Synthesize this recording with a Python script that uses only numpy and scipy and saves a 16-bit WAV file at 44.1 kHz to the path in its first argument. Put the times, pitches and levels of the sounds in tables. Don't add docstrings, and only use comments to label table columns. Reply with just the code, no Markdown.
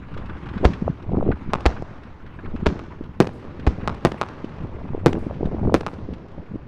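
import sys
import numpy as np
from scipy import signal
from scipy.fft import rfft, irfft
from scipy.io import wavfile
from scipy.ndimage import uniform_filter1d

SR = 44100
rng = np.random.default_rng(int(sys.argv[2]) if len(sys.argv) > 2 else 0)


def volts_from_db(level):
    exponent = np.asarray(level, float) / 20
    return 10 ** exponent


def wrap_up_sound(samples):
    columns = np.atleast_2d(samples).T
    tamed = np.clip(columns, -1, 1)
    steps = np.round(tamed * 32767).astype(np.int16)
    wavfile.write(sys.argv[1], SR, steps)


N = 294323

# start in seconds, front level before the path filter in dB, push in ms,
# then the delays in ms of three echoes that move with the place of the burst.
LARGE_BURSTS = [(3.20278, 6, .70, 8.6, 67.4, 88.5), (4.05028, 6, .66, 8.55, 67.4, 93.4),
                (5.06122, 7, .82, 8.35, 68.0, 91.7), (5.74243, 5.5, .68, 8.85, 66.1, 90.5)]
SMALL_BURSTS = [(1.53495, -2, .33, 16.5, 22.0, 72.3), (2.79328, -22, .30, 16.6, 22.7, 72.0),
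                (3.87625, -4.5, .30, 18.4, 22.7, 69.6), (4.21402, -3.5, .29, 16.1, 22.3, 73.1),
                (5.86502, -8.5, .30, 16.4, 22.3, 73.0)]
# delay in ms, level relative to the shot in dB, low-pass in Hz.
LARGE_FIXED_ECHOES = [(1.6, -15, 3000), (6.0, -7, 2500), (21.0, -18, 2800), (31.5, -23, 700),
                      (248, -30, 1200)]
SMALL_FIXED_ECHOES = [(4.75, -2, 2600), (5.5, -6, 2200), (6.3, -12, 2000), (7.1, -15, 1800),
                      (50.5, -19, 1800)]
# echo level relative to the shot in dB, low-pass in Hz,
# bounce delay after the echo in ms, bounce level relative to the shot in dB.
LARGE_MOVING_ECHOES = [(-8.5, 1600, 3.2, -28), (-24, 3600, 2.4, -19), (-24, 1500, 1.2, -26)]
SMALL_MOVING_ECHOES = [(-10, 2300, .8, -19), (-10, 2200, .8, -19), (-23, 4600, 3.5, -25)]
# start in seconds, main crack level in dB, push in ms, low-pass in Hz,
# reference level of the other tubes in dB, boom level in dB.
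MORTAR_VOLLEYS = [(.65235, 4, .8, 2200, -10, -6.5), (1.66245, 3, .45, 4500, -8, -8),
                  (2.66662, 3, .75, 2800, -12, -11), (3.67260, -1, .9, 1200, -15, -8)]
# spray level in dB, spray T60 in seconds,
# tail level in dB, tail T60 in seconds; levels before the roll's common gain.
LARGE_ROLL_DECAY = (-13.5, 0.1163, -40.5, 7)
SMALL_ROLL_DECAY = (-16, 0.0151, -34, 3)
VOLLEY_ROLL_DECAY = (-21.5, 0.3, -36.5, 1.6)
# frequency in Hz, gain in dB.
ROLL_SPECTRUM = [(60, 10.5), (300, -4.5), (1000, -4.5), (3000, -9), (6000, -5), (10000, -20), (16000, -19)]
# start in seconds,
# level before the decay in dB, treble tilt in dB per octave.
FAINT_PUFFS = [(0.139, -37, 5), (0.174, -36.5, 7), (0.257, -39.5, 6), (0.2948, -28.5, -2.5),
               (0.366, -35.5, 0), (0.4554, -37.5, 4.5), (0.4863, -33, 4), (0.577, -29.5, 3),
               (0.732, -27, 5), (1.3144, -20, -4.5), (1.719, -26.5, -7), (1.7635, -28, -5.5),
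               (2.2614, -41, 4), (2.3877, -30.5, -5.5), (2.4559, -29, -3), (2.559, -35, 3.5),
               (6.282, -50.5, 9.5)]
# delay in seconds,
# level relative to the shot in dB, treble tilt in dB per octave.
LARGE_LATE_ECHOES = [(0.129, -61.5, 6.5), (0.392, -44.5, 8), (.572, -61.5, 11.5)]
VOLLEY_LATE_ECHOES = [(.370, -48, 8.8)]
# frequency in Hz, relative level in dB per Hz.
PUFF_SPECTRUM = [(410, -6.5), (800, -9.5), (1480, 6), (2010, -7), (2610, -7), (3750, -17), (14000, -71.5)]
# delay in seconds, level relative to the burst in dB,
# T60 in seconds.
LEAF_RETURNS = [(0, -63, 0.28), (.128, -76, .5)]
# frequency in Hz, relative level in dB per Hz.
LEAF_SPECTRUM = [(4000, -30), (6500, -2), (8500, 0), (12000, -9), (16000, -22)]
# time in seconds, gust level in dB (counted from CALM_DB).
GUST_LEVELS = [(0.0, -40), (0.3, -36), (0.5, -38.5), (0.631, -29), (0.78, -44), (0.87, -27), (0.981, -48),
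               (1.171, -22), (1.22, -26), (1.291, -22), (1.4, -41), (1.49, -34), (1.6, -35), (2.15, -46.5),
               (2.56, -34.5), (2.85, -39), (3.5, -42), (3.85, -33), (4.35, -49.5), (4.65, -33.5),
               (4.9, -31.5), (5.15, -28.5), (5.36, -35), (5.45, -25.5), (5.5, -29.5), (5.701, -23),
               (5.84, -39.5), (6.12, -36), (6.3, -51.5), (6.4, -34), (6.48, -47.5), (6.561, -31.5),
               (6.67, -49)]
# centre in seconds, level in dB, frequency in Hz.
WIND_THUMPS = [(0.57, -17, 195), (0.633, -12, 302), (0.642, -9, 485), (0.706, -17, 160), (0.825, -12, 195),
               (0.88, -9, 560), (0.901, -14, 163), (1.145, -15, 345), (1.174, -10, 191), (1.182, -14, 321),
               (1.228, -14, 478), (1.267, -12, 342), (1.278, -12, 298), (1.291, -9, 319), (1.303, -13, 221),
               (1.494, -20, 202), (2.545, -18, 193), (2.554, -17, 253), (2.63, -14, 188), (2.726, -18, 185),
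               (3.012, -21, 271), (3.596, -22, 244), (3.832, -21, 195), (4.445, -19, 261),
               (4.949, -13, 395), (4.979, -20, 330), (5.146, -14, 260), (5.172, -19, 352),
               (5.268, -15, 299), (5.311, -19, 564), (5.41, -16, 329), (5.432, -10, 386), (5.458, -15, 197),
               (5.547, -13, 308), (5.618, -18, 199), (5.66, -16, 308), (5.678, -15, 317), (5.724, -14, 435),
               (6.09, -23, 316), (6.128, -22, 228), (6.383, -24, 166), (6.517, -23, 185), (6.545, -20, 200),
               (6.558, -20, 261)]
# frequency in Hz, relative level in dB per Hz.
RUMBLE_SPECTRUM = [(15, 14), (30, -14.5), (60, 10), (110, 4), (200, -36.5), (400, -120.5)]
# time in seconds, level in dB.
ROAR_LEVELS = [(0.0, -45), (0.61, -39.5), (1.11, -47), (1.6, -40.5), (2.17, -49), (2.62, -43.5), (3.3, -51),
               (3.88, -41.5), (4.59, -45.5), (5.7, -48), (6.1, -52), (6.67, -51.5)]
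# frequency in Hz, relative level in dB per Hz.
ROAR_SPECTRUM = [(88, -53), (150, -2), (260, -1), (687, -21), (841, -10.5), (991, -8.5), (1110, -9),
                 (1350, -12), (2670, -21.5), (12000, -62.5), (15600, -100), (22000, -120)]
# start in seconds, end in seconds, level in dB.
CRICKET_TRILLS = [(-.124, .145, -89), (.805, 1.0, -88), (2.065, 2.455, -87), (2.89, 3.24, -87),
                  (3.762, 4.08, -88)]
# frequency in Hz, relative level in dB per Hz.
WING_SPECTRUM = [(9500, -30), (11200, -5), (12400, -5), (13300, -6), (14000, 0), (15400, -8), (16000, -40)]

BLAST_HIGHPASS_HZ = 62.4
AIR_LOSS_DB_PER_S_KHZ = 1
GRIT_DB = -21
BOOM_HZ = 62
PUFF_RISE_S, PUFF_T60_S = 0.0041, 0.05
CALM_DB = -40.5
LUMPS_RMS_DB, LUMP_S = 2, .03
RUMBLE_DB, RUMBLE_DB_PER_GUST_DB = -38.5, 0.91
EDDIES_PER_S = 260
FLUTTER_DB, FLUTTER_DB_PER_GUST_DB = -45, 0.94
TILT_DB_PER_OCTAVE, TILT_PER_GUST_DB = -6.5, 0.13
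STROKES_PER_S = 25.2
HISS_DB = -93


def evened(x):
    return x / np.sqrt(np.mean(x ** 2) + 1e-20)


def read(points, hz):
    f, value = np.transpose(points)
    return np.interp(np.log(hz + 1), np.log(f + 1), value)


def add(mix, s, sound):
    part = mix[max(round(s * SR), 0):][:len(sound)]
    part += sound[:len(part)]


def coloured(x, points):
    gain = volts_from_db(read(points, np.fft.rfftfreq(len(x), 1 / SR)))
    return evened(irfft(rfft(x) * gain, len(x)))


def bursts(rows, fixed, moving, decay, suck, top_hz):
    out = np.zeros(N)
    for s, db, push_ms, *moving_ms in rows:
        paths = [(0, 0, top_hz), *fixed]
        for ms, (echo_db, hz, bounce_ms, bounce_db) in zip(moving_ms, moving):
            paths += [(ms, echo_db, hz), (ms + bounce_ms, bounce_db, hz)]
        for ms, echo_db, hz in paths:
            gain = volts_from_db(db + echo_db)
            add(out, s + ms / 1000, gain * shock(push_ms, suck, hz))
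            if ms > 0:
                add(out, s + ms / 1000, gain * (hz / 2500) ** 2 * grit(push_ms))
        add(out, s, volts_from_db(db) * roll(shock(push_ms, suck, top_hz), decay))
    return out


def shock(push_ms, suck, top_hz):
    u = np.arange(400) / SR * 1000 / push_ms
    wave = np.interp(u, [0, 1, 1.5, 2.1, 3.5], [1, 0, -.75 * suck, -suck, 0])
    return signal.lfilter(*signal.bessel(3, min(top_hz, 18000), fs=SR, norm="mag"), wave)


def grit(push_ms, spray_ms=0.82):
    t_ms = np.arange(300) / SR * 1000
    spray = rng.standard_normal(len(t_ms)) * np.exp(-t_ms / spray_ms)
    front = signal.lfilter(*signal.butter(2, 2500, "high", fs=SR), shock(push_ms, 0.4, 4160))
    return volts_from_db(GRIT_DB) * np.convolve(front, spray)


def roll(wave, decay):
    size = round(1.2 * SR)
    patch_db = 2.44 * rng.exponential(1, size // 20 + 1).repeat(20)[:size]
    taps = evened(rng.standard_normal(size) * volts_from_db(patch_db))
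    taps = taps * two_decays(np.arange(size) / SR, *decay)
    hz, t, z = signal.stft(taps, SR, nperseg=256)
    air_db = AIR_LOSS_DB_PER_S_KHZ * t * hz[:, None] / 1000
    z = z * volts_from_db(read(ROLL_SPECTRUM, hz)[:, None] - air_db)
    return 0.19 * signal.fftconvolve(signal.istft(z, SR, nperseg=256)[1], wave)


def two_decays(t, spray_db, spray_t60_s, tail_db, tail_t60_s):
    return np.hypot(volts_from_db(spray_db - 60 * t / spray_t60_s), volts_from_db(tail_db - 60 * t / tail_t60_s))


def volleys():
    out, t = np.zeros(N), np.arange(round(.08 * SR)) / SR
    swell = (t / .0135 * np.exp(1 - t / .0135)) ** 2
    boom = swell * np.sin(2 * np.pi * BOOM_HZ * t + .45)
    for s, db, push_ms, top_hz, tubes_db, boom_db in MORTAR_VOLLEYS:
        add(out, s, volts_from_db(db) * shock(push_ms, .25, top_hz))
        add(out, s, volts_from_db(db - 7) * (top_hz / 2500) * grit(push_ms))
        add(out, s + .0029, volts_from_db(db - 11) * shock(push_ms, .3, 2200))
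        for at, fade, push in rng.random((30, 3)):
            tube_s = s - .007 + .016 * at
            crack = shock(.1 + .4 * push, .9, 2400)
            add(out, tube_s, volts_from_db(tubes_db - 9 * fade - 4 * at) * crack)
            add(out, tube_s, volts_from_db(tubes_db - 6.3 * fade + 5) * grit(push_ms))
        add(out, s - .008, volts_from_db(boom_db) * boom)
        add(out, s, volts_from_db(db) * roll(shock(push_ms, 0.58, 5400), VOLLEY_ROLL_DECAY))
    return out


def late_echoes():
    out, t = np.zeros(N), np.arange(4096) / SR
    shape = np.minimum(t / PUFF_RISE_S, 1) * volts_from_db(-60 * t / PUFF_T60_S)
    puffs = list(FAINT_PUFFS)
    for shots, echoes in ((LARGE_BURSTS, LARGE_LATE_ECHOES), (MORTAR_VOLLEYS, VOLLEY_LATE_ECHOES)):
        for s, db, *_ in shots:
            puffs += [(s + after_s, db + echo_db, tilt_db) for after_s, echo_db, tilt_db in echoes]
    for s, db, tilt_db in puffs:
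        colour = [(hz, level_db + tilt_db * np.log2(hz / 2000)) for hz, level_db in PUFF_SPECTRUM]
        add(out, s, volts_from_db(db) * shape * coloured(rng.standard_normal(len(t)), colour))
    return out


def rustle():
    out, t = np.zeros(N), np.arange(round(.4 * SR)) / SR
    for s, db, *_ in LARGE_BURSTS:
        for after_s, level_db, t60_s in LEAF_RETURNS:
            grain_db = 1.5 * rng.exponential(1, len(t) // 60 + 1).repeat(60)[:len(t)]
            grains = rng.standard_normal(len(t)) * volts_from_db(grain_db)
            add(out, s + after_s, volts_from_db(db + level_db - 60 * t / t60_s) * coloured(grains, LEAF_SPECTRUM))
    return out


def wind():
    gust_db = np.interp(np.arange(N) / SR, *np.transpose(GUST_LEVELS)) - CALM_DB
    width = round(LUMP_S * SR)
    lumps = uniform_filter1d(uniform_filter1d(rng.standard_normal(N), width), width)
    gust_db = gust_db + LUMPS_RMS_DB * evened(lumps)
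    return thumps() + flutter(gust_db) + rumble(gust_db)


def thumps():
    out = np.zeros(N)
    for (s, db, hz), phase in zip(WIND_THUMPS, rng.random(len(WIND_THUMPS))):
        add(out, s - 512 / SR, volts_from_db(db) * eddy(hz, phase, turns=.8, sharp=.45))
    return out


def flutter(gust_db):
    out = np.zeros(N)
    for hz in np.geomspace(130, 800, num=8):
        strength_db = 3 * np.minimum(rng.exponential(1, N), 3)
        train = (rng.random(N) < EDDIES_PER_S / 8 / SR) * volts_from_db(strength_db)
        band = evened(signal.oaconvolve(train, eddy(hz, rng.random()), "same"))
        tilt_db = (TILT_DB_PER_OCTAVE + TILT_PER_GUST_DB * gust_db) * np.log2(hz / 130)
        out += volts_from_db(FLUTTER_DB + FLUTTER_DB_PER_GUST_DB * gust_db + tilt_db) * band
    return out


def eddy(hz, phase, turns=0.52, sharp=0.067):
    u = (np.arange(1024) - 512) / SR * hz
    kink = sharp * np.exp(-(2.1 * u / turns) ** 2) * np.cos(2 * np.pi * (1.61 * u + 3 * phase))
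    return np.exp(-(u / turns) ** 2) * np.cos(2 * np.pi * (u + phase)) + kink


def rumble(gust_db):
    level_db = RUMBLE_DB + RUMBLE_DB_PER_GUST_DB * gust_db
    return volts_from_db(level_db) * coloured(rng.standard_normal(N), RUMBLE_SPECTRUM)


def roar():
    frames, hz = N // 128 + 5, np.fft.rfftfreq(512, 1 / SR)
    a, b, patches = rng.standard_normal((3, frames, 257))
    patches = evened(uniform_filter1d(uniform_filter1d(patches, 8, 1), 12, 0))
    flicker = evened(uniform_filter1d(rng.standard_normal(frames), 4))[:, None]
    z = (a + 1j * b) * volts_from_db(read(ROAR_SPECTRUM, hz) + 2 * patches + 2 * flicker)
    noise = evened(signal.istft(z.T, nperseg=512, noverlap=384)[1][:N])
    return volts_from_db(np.interp(np.arange(N) / SR, *np.transpose(ROAR_LEVELS))) * noise


def cricket():
    t, gate = np.arange(N) / SR, np.zeros(N)
    for s, end_s, db in CRICKET_TRILLS:
        phase = (t - s) * STROKES_PER_S % 1
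        stroke = np.clip(1.5 * np.sin(np.pi * np.minimum(phase / .62, 1)), 0, 1)
        swell = np.clip((t - s) / 0.21 + 0.17, 0, 1)
        gate += volts_from_db(db) * stroke * swell * (t > s) * (t < end_s)
    return gate * coloured(rng.standard_normal(N), WING_SPECTRUM)


def hiss():
    return volts_from_db(HISS_DB) * coloured(rng.standard_normal(N), [(20, 0), (15600, 0), (16000, -30)])


def scene():
    large = bursts(LARGE_BURSTS, LARGE_FIXED_ECHOES, LARGE_MOVING_ECHOES, LARGE_ROLL_DECAY,
                   suck=.45, top_hz=3800)
    small = bursts(SMALL_BURSTS, SMALL_FIXED_ECHOES, SMALL_MOVING_ECHOES, SMALL_ROLL_DECAY,
                   suck=.7, top_hz=4500)
    shots = signal.lfilter(*signal.butter(2, BLAST_HIGHPASS_HZ, "high", fs=SR), large + small)
    return (shots + volleys() + late_echoes() + rustle() + wind() + roar() + cricket())[None]


def low_pass(x):
    return signal.sosfilt(signal.butter(12, 16470, fs=SR, output="sos"), x)


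def record(dry):
    mix = np.clip(dry + hiss(), -1, 1)
    return low_pass(mix)


dry = scene()
out = record(dry)
wrap_up_sound(out)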